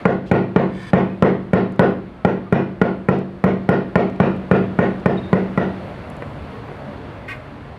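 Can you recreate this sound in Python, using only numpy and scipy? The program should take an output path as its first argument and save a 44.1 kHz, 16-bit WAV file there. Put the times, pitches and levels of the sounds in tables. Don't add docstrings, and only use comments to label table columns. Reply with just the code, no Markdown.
import sys
import numpy as np
from scipy import signal
from scipy.io import wavfile

SR = 44100
rng = np.random.default_rng(int(sys.argv[2]) if len(sys.argv) > 2 else 0)


def undo_db(level):
    steps = np.asarray(level, float) / 20
    return 10 ** steps


def dump(signal):
    limited = np.clip(np.atleast_2d(signal).T, -1, 1)
    pcm = np.round(limited * 32767).astype(np.int16)
    wavfile.write(sys.argv[1], SR, pcm)


N = 343230


def rms_one(x):
    return x / np.sqrt(np.mean(x ** 2) + 1e-20)


def at_hz(points, hz):
    table_hz, *columns = np.transpose(points)
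    return [np.interp(np.log(hz), np.log(table_hz), column) for column in columns]


def clicks(seconds, sizes):
    train = np.full(N, 1e-18)
    train[(np.asarray(seconds) * SR).astype(int)] = sizes
    return train


def ring(push, hz, t60):
    r = undo_db(-60 / (t60 * SR))
    w = 2 * np.pi * hz / SR
    return signal.lfilter([0, np.sin(w)], [1, -2 * r * np.cos(w), r * r], push)


def resonate(x, hz, width):
    r = np.exp(-np.pi * width / SR)
    feedback = [1, -2 * r * np.cos(2 * np.pi * hz / SR), r * r]
    return signal.lfilter([(1 - r * r) / 2, 0, (r * r - 1) / 2], feedback, x)


def resonant_tone(x, hz, width):
    return rms_one(resonate(resonate(x, hz, width), hz, 3 * width))


def drift(rate):
    count = int(N / SR * rate) + 3
    return np.interp(np.arange(N) / SR * rate, np.arange(count), rng.standard_normal(count))


def bands(size, low_hz, top_hz):
    white = rng.standard_normal((2, size))
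    edges = low_hz * 2 ** np.arange(0, np.log2(top_hz / low_hz), 1 / 3)
    for k, (low, high) in enumerate(zip(edges, edges[1:])):
        sos = signal.butter(2, [low, high], "band", fs=SR, output="sos")
        yield np.sqrt(low * high), high - low, rms_one(signal.sosfilt(sos, white[k % 2]))


def coloured(spectrum, patchy_db):
    total = 0
    for hz, width, noise in bands(N, spectrum[0][0] * .8, min(spectrum[-1][0] * 1.3, .45 * SR)):
        level_db = at_hz(spectrum, hz)[0] + patchy_db * drift(11)
        total = total + undo_db(level_db) * np.sqrt(width) * noise
    return rms_one(total)


# start_s, level_db
TRAFFIC = [(0.0, -30), (0.13, -45), (0.76, -39), (1.2, -41), (2.2, -42.5), (3.4, -41.5), (4.5, -35.5),
           (5.3, -33), (6.0, -32), (7.1, -34), (7.78, -37.5)]
# pitch_hz, level_db (per Hz)
RUMBLE_COLOUR = [(15, -50), (25, -28), (45, -2.5), (129, 3.5), (170, -5), (270, -1.5), (327, -7.5),
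                 (546, -5), (595, -11), (1500, -40.5), (1950, -49), (3300, -120)]
# pitch_hz, level_db (per Hz)
HISS_COLOUR = [(700, 3), (1000, 2.5), (2000, -5), (2500, -9), (4000, -17.5), (5000, -37.5), (6300, -73.5),
               (8000, -33.5), (10500, -36.5), (11500, -50), (14300, -46), (16000, -45.5)]
# pitch_hz, width_hz, level_db (over the rumble)
MOTOR_TONES = [(143.6, 5.9, -11.5), (206.6, 40, -13), (618.4, 11, -18.5), (708, 16, -16.5)]


def outdoors():
    mean_traffic_db, hiss_mean_db, hiss_follows = -38.5, -44.5, 0.78
    start_s, level_db = np.transpose(TRAFFIC)
    rumble_db = np.interp(np.arange(N) / SR, start_s, level_db)
    hiss_db = hiss_mean_db + hiss_follows * (rumble_db - mean_traffic_db)
    air = rng.standard_normal(N)
    motor = 0
    for hz, width, db in MOTOR_TONES:
        motor = motor + undo_db(db) * rms_one(resonate(resonate(air, hz, width), hz, width))
    rumble = coloured(RUMBLE_COLOUR, patchy_db=3.0) + motor
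    return undo_db(rumble_db) * rumble + undo_db(hiss_db) * coloured(HISS_COLOUR, patchy_db=1.0)


def breeze():
    sos = signal.butter(2, [40, 70], "band", fs=SR, output="sos")
    air = signal.sosfilt(sos, rng.standard_normal(N))
    return undo_db(-48 + 2.0 * drift(6)) * rms_one(air)


SLAP_FROM_HZ = 950
# pitch_hz, level_db, t60_s
TILE_MODES = [(196.4, 1.5, 0.19), (442, 4, 0.033), (600, 3, 0.021), (827, -4.5, 0.046),
              (1021, -10.5, 0.056), (1200, -15, 0.041), (1418.5, -4.5, 0.048), (1882, -9.5, 0.063),
              (2200, -6, 0.01), (2420, -18, 0.05), (2910, -26.5, 0.06), (3600, -31, 0.034)]


def tile(strength_db, thud_db, slap_db):
    thud_lag_s, scatter_s, detune, luck_db, max_t60_s = 0.0017, .001, .025, 2.5, .05
    blur = 0.16
    t = np.arange(SR // 12) / SR
    near, blurred = 0, 0
    chances = rng.standard_normal((len(TILE_MODES), 3))
    for k, ((hz, level_db, t60), (luck, lag, shift)) in enumerate(zip(TILE_MODES, chances)):
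        if k == 0:
            mode_db = strength_db + level_db + thud_db
            smooth_db, delay_s, sign = mode_db, thud_lag_s, 1
        else:
            mode_db = strength_db + level_db + slap_db * (hz > SLAP_FROM_HZ) + luck_db * luck
            smooth_db, delay_s, sign = mode_db - luck_db * luck / 2, scatter_s * abs(lag) / 2, -1
        since = np.clip(t - delay_s, 0, None)
        wave = sign * np.sin(2 * np.pi * hz * (1 + detune * shift) * since)
        near = near + wave * undo_db(mode_db) * undo_db(-60 * since / min(t60, max_t60_s))
        blurred = blurred + undo_db(smooth_db - 60 * t / (t60 * blur)) * np.sin(2 * np.pi * hz * t)
    return near, blurred


def crack(s, level_db):
    length_s = 0.0039
    t = np.arange(int(length_s * 3 * SR)) / SR / length_s
    shape = np.convolve(clicks(s, undo_db(level_db)), t * np.exp(-t ** 2))[:N]
    return shape * signal.lfilter(*signal.butter(1, [4000, 11000], "band", fs=SR), rng.standard_normal(N))


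def snap(s, level_db):
    burst = np.hanning(int(.007 * SR))
    shape = np.convolve(clicks(s, undo_db(level_db)), burst / np.linalg.norm(burst))[:N]
    noise = shape * rng.standard_normal(N)
    return signal.lfilter(*signal.butter(1, [2800, 6500], "band", fs=SR), noise)


# pitch_hz, level_db, t60_s
HALL_BOOM = [(57.4, -27, 0.2), (89, -22, 1), (111.8, -16, 0.93), (141, -9.5, 0.69), (178.9, -13, 1),
             (180.7, -10.5, 0.53), (189.95, -4, 0.83), (232.6, -10, 0.37), (258.6, -15.5, 0.16),
             (292.4, -25, 0.88), (311.8, -13, 0.35), (344.8, -15.5, 0.99), (461.5, -12.5, 0.52),
             (678.6, -13.5, 0.47)]


def hall_boom(s, drive_db):
    spread_db, delay_s = 2.0, 0.00306
    boom = 0
    for hz, level_db, t60 in HALL_BOOM:
        push_db = level_db + drive_db + spread_db * rng.standard_normal(len(s))
        boom = boom + ring(clicks(s + delay_s, undo_db(push_db)), hz, t60)
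    return signal.sosfilt(signal.butter(4, 80, "high", fs=SR, output="sos"), boom)


# pitch_hz, level_db, t60_s, build_up_s
HALL_ECHOES = [(250, -28.5, 0.54, 0.017), (370, -23, 0.45, 0.049), (816, -28.5, 0.36, 0.038),
               (1200, -33, 0.39, 0.034), (2210, -33, 0.42, 0.03), (4280, -23, 0.43, 0.035),
               (7800, -38.5, 0.29, 0.035)]


def echoes():
    early_share = 0.24
    t = np.arange(SR) / SR
    path = 0
    for hz, width, noise in bands(SR, 220, 14000):
        level_db, t60, build = at_hz(HALL_ECHOES, hz)
        growth = 1 - (1 - early_share * (t > .004)) * np.exp(-(t / build) ** 2)
        path = path + noise * np.sqrt(width / 1000) * undo_db(level_db - 60 * t / t60) * growth
    return path


# start_s, tile_ring_db, hall_db, grit_db (under the head), spot (place on the tile, 0-1)
MALLET_BLOWS = [(0.053, -5.5, -7, 1.5, 0.6), (0.313, -7.5, -3.5, 0.5, 0.27), (0.56, -7, -5.5, -1.5, 0.83),
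                (0.932, -7, -3, -3, 0.62), (1.223, -5.5, -4, 4, 0), (1.532, -8.5, -2.5, 3, 0.29),
                (1.793, -6, -3, 5, 0.3), (2.248, -5, -8.5, -3, 0.01), (2.524, -10, -3.5, 2, 1),
                (2.814, -8, -7, 1.5, 0.6), (3.086, -7.5, -6.5, 3, 0.13), (3.439, -8.5, -4.5, 2.5, 0.06),
                (3.689, -8, -3.5, 4.5, 0.27), (3.955, -5.5, -5.5, 0, 0.46), (4.2, -8.5, -2.5, -2, 1),
                (4.512, -9, -3, 0, 0.18), (4.788, -10, -2.5, -2, 0.52), (5.058, -6.5, -7, 2, 0.46),
                (5.329, -7.5, -8, -1.5, 0.08), (5.575, -13.5, -4, -3.5, 0.29)]


def mallet():
    s, blow_db, hall_db, grit_db, spot = np.transpose(MALLET_BLOWS)
    thud_db = -3.1 - 0.52 * blow_db
    slap_db = -5 - 0.71 * blow_db
    squash_s = .0005
    knocks = np.zeros((2, N))
    for start, *levels_db in zip(s, blow_db, thud_db, slap_db):
        waves = np.array(tile(*levels_db))
        at = int((start + squash_s) * SR)
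        knocks[:, at:at + waves.shape[1]] += waves
    soft = signal.butter(4, 2186, fs=SR, output="sos")
    edge = signal.butter(2, 134, "high", fs=SR, output="sos")
    near, blurred = signal.sosfilt(np.vstack([soft, edge]), knocks + 1e-18)
    grit = crack(s, -35 + grit_db)
    boom = hall_boom(s, blow_db + thud_db + hall_db)

    upper_ring = signal.lfilter(*signal.butter(2, SLAP_FROM_HZ, "high", fs=SR), near)
    sent = 0.94 * blurred + 0.31 * upper_ring + snap(s, blow_db + slap_db - 13)
    which = np.clip(np.searchsorted(s * SR, np.arange(N)) - 1, 0, None)
    sent = sent * undo_db(hall_db[which])
    turn = spot[which] * np.pi / 2
    wet = signal.fftconvolve(sent * np.cos(turn), echoes())
    wet = wet + signal.fftconvolve(sent * np.sin(turn), echoes())
    return near + grit + boom + wet[:N]


# start_s, length_s, pitch_hz, width_hz, level_db
SOLE_SQUEAKS = [(0.256, 0.053, 2600, 1490, -51), (1.078, 0.092, 2506, 30.2, -52),
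                (2.12, 0.22, 1300, 25, -55), (2.44, 0.059, 1200, 25, -48), (5.17, 0.03, 3740, 70, -46.5),
                (5.207, 0.11, 3690, 90, -51), (6.682, 0.3, 736, 250, -44), (6.8, .16, 580, 40, -40)]
# start_s, end_s, pitch_hz, width_hz, throbs_per_s, level_db
CRICKET_SONG = (5.2, 7.3, 14300, 200, 30, -83)


def squeaks():
    t = np.arange(N) / SR
    air = rng.standard_normal(N)

    def swell(start, length):
        return np.sin(np.pi * np.clip((t - start) / length, 0, 1)) ** .5

    start, end, hz, width, rate, db = CRICKET_SONG
    throbs = np.clip(drift(rate) + .5, 0, None)
    out = undo_db(db) * swell(start, end - start) * throbs * resonant_tone(air, hz, width)
    for start, length, hz, width, db in SOLE_SQUEAKS:
        out = out + undo_db(db) * swell(start, length) * resonant_tone(air, hz, width)
    return out


def stroke_db(start, swell, hold, release, db):
    t = np.arange(N) / SR - start
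    rise = np.clip(t / swell, 0, 1)
    fall = np.clip((t - swell - hold) / release, 0, None)
    return db - 25 * (1 - rise) ** 2 - 33 * fall - 100 * (t < 0)


def scrape(stroke, body, per_s, wash_db):
    at = slice(int((stroke[0] - .05) * SR), int((stroke[0] + .45) * SR))
    grit = (rng.random(N) < per_s / SR) * rng.standard_normal(N) + 1e-18
    grit = grit[at]
    rings = 0
    for hz, width, db in body:
        wash = resonant_tone(grit, hz, hz * 0.067)
        rings = rings + undo_db(db) * (resonant_tone(grit, hz, width) + undo_db(wash_db) * wash)
    out = np.zeros(N)
    out[at] = undo_db(stroke_db(*stroke)[at]) * rms_one(rings)
    return out


# start_s, swell_s, hold_s, release_s, level_db
SHOVEL_STROKE = (.68, .16, .065, .025, -40)
# pitch_hz, width_hz, level_db
SHOVEL_METAL = [(1020, 60, -8), (1500, 60, -8), (1780, 70, 0), (2230, 80, -3), (3140, 90, -9),
                (3460, 70, -8), (3830, 60, -14), (4600, 90, -17), (4820, 60, -13), (5600, 110, -21),
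                (6160, 60, -19), (6910, 70, -23), (8000, 60, -24), (8260, 70, -22), (8630, 60, -22),
                (9480, 70, -27), (10200, 80, -26), (11400, 60, -31), (12800, 80, -35)]


def shovel():
    return scrape(SHOVEL_STROKE, SHOVEL_METAL, per_s=4200, wash_db=-2)


def small_hits(rows, spread, count):
    out = np.zeros(N)
    ratios = np.exp(spread * rng.standard_normal((len(rows), count)))
    push = signal.unit_impulse(SR // 10)
    for (s, db, hz, t60), row in zip(rows, ratios):
        at = int(s * SR)
        cluster = sum(ring(push, min(hz * ratio, 10800), t60) for ratio in row)
        out[at:at + len(push)] += undo_db(db - 14.5) * cluster
    return out


# start_s, peak_db, pitch_hz, t60_s
GRIT_TICKS = [(1.723, -52, 7000, .012), (1.762, -56, 7000, 0.01), (1.907, -58, 8200, 0.0048),
              (3.189, -49, 6800, 0.0099), (4.1, -53, 5200, .02), (4.161, -56, 5100, 0.04),
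              (4.365, -56.5, 8450, 0.0077), (5.0, -56.5, 5900, .015), (6.101, -47.5, 8500, 0.018),
              (6.167, -51.5, 8600, 0.013), (6.224, -55, 9000, .012)]


def ticks():
    return small_hits(GRIT_TICKS, spread=0.24, count=24)


# start_s, peak_db, pitch_hz, t60_s
EDGE_TAPS = [(5.882, -31, 1000, 0.014), (6.051, -34, 990, 0.015), (6.223, -22, 1032, 0.051),
             (6.688, -30.5, 900, 0.02), (6.717, -30, 600, 0.02)]


def taps():
    return signal.lfilter(*signal.butter(2, 2400, fs=SR), small_hits(EDGE_TAPS, spread=0.43, count=24))


# start_s, swell_s, hold_s, release_s, level_db
LIFT_STROKE = (7.278, .01, .03, .12, -29.5)
# pitch_hz, width_hz, level_db
LIFTED_TILE = [(1130, 80, -7), (1530, 40, -1), (1880, 40, -3), (2100, 60, 0), (2480, 60, -3),
               (2700, 50, -10), (3400, 120, -17), (4300, 100, -21), (4890, 60, -24), (5410, 50, -25),
               (6500, 60, -31), (7490, 70, -29), (8400, 90, -30), (9650, 60, -28), (10700, 50, -29),
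               (11400, 60, -32), (13500, 60, -35), (14100, 60, -34)]


def lift():
    return scrape(LIFT_STROKE, LIFTED_TILE, per_s=9000, wash_db=0)


def scene():
    background = outdoors() + breeze()
    work = mallet() + squeaks() + shovel() + ticks() + taps() + lift()
    return (background + work)[None]


def top_cut(x):
    return signal.sosfilt(signal.butter(12, 15600, fs=SR, output="sos"), x)


def record(dry):
    overload, knee, top_hz = .73, 9.0, 15600
    x = signal.sosfilt(signal.butter(2, 45, "high", fs=SR, output="sos"), dry)
    x = x / (1 + np.abs(x / overload) ** knee) ** (1 / knee)
    x = signal.lfilter(*signal.butter(1, 14, "high", fs=SR), x)
    x = signal.sosfilt(signal.cheby2(8, 30, top_hz * 1.03, fs=SR, output="sos"), x)
    return top_cut(x)


dry = scene()
out = record(dry)
dump(out)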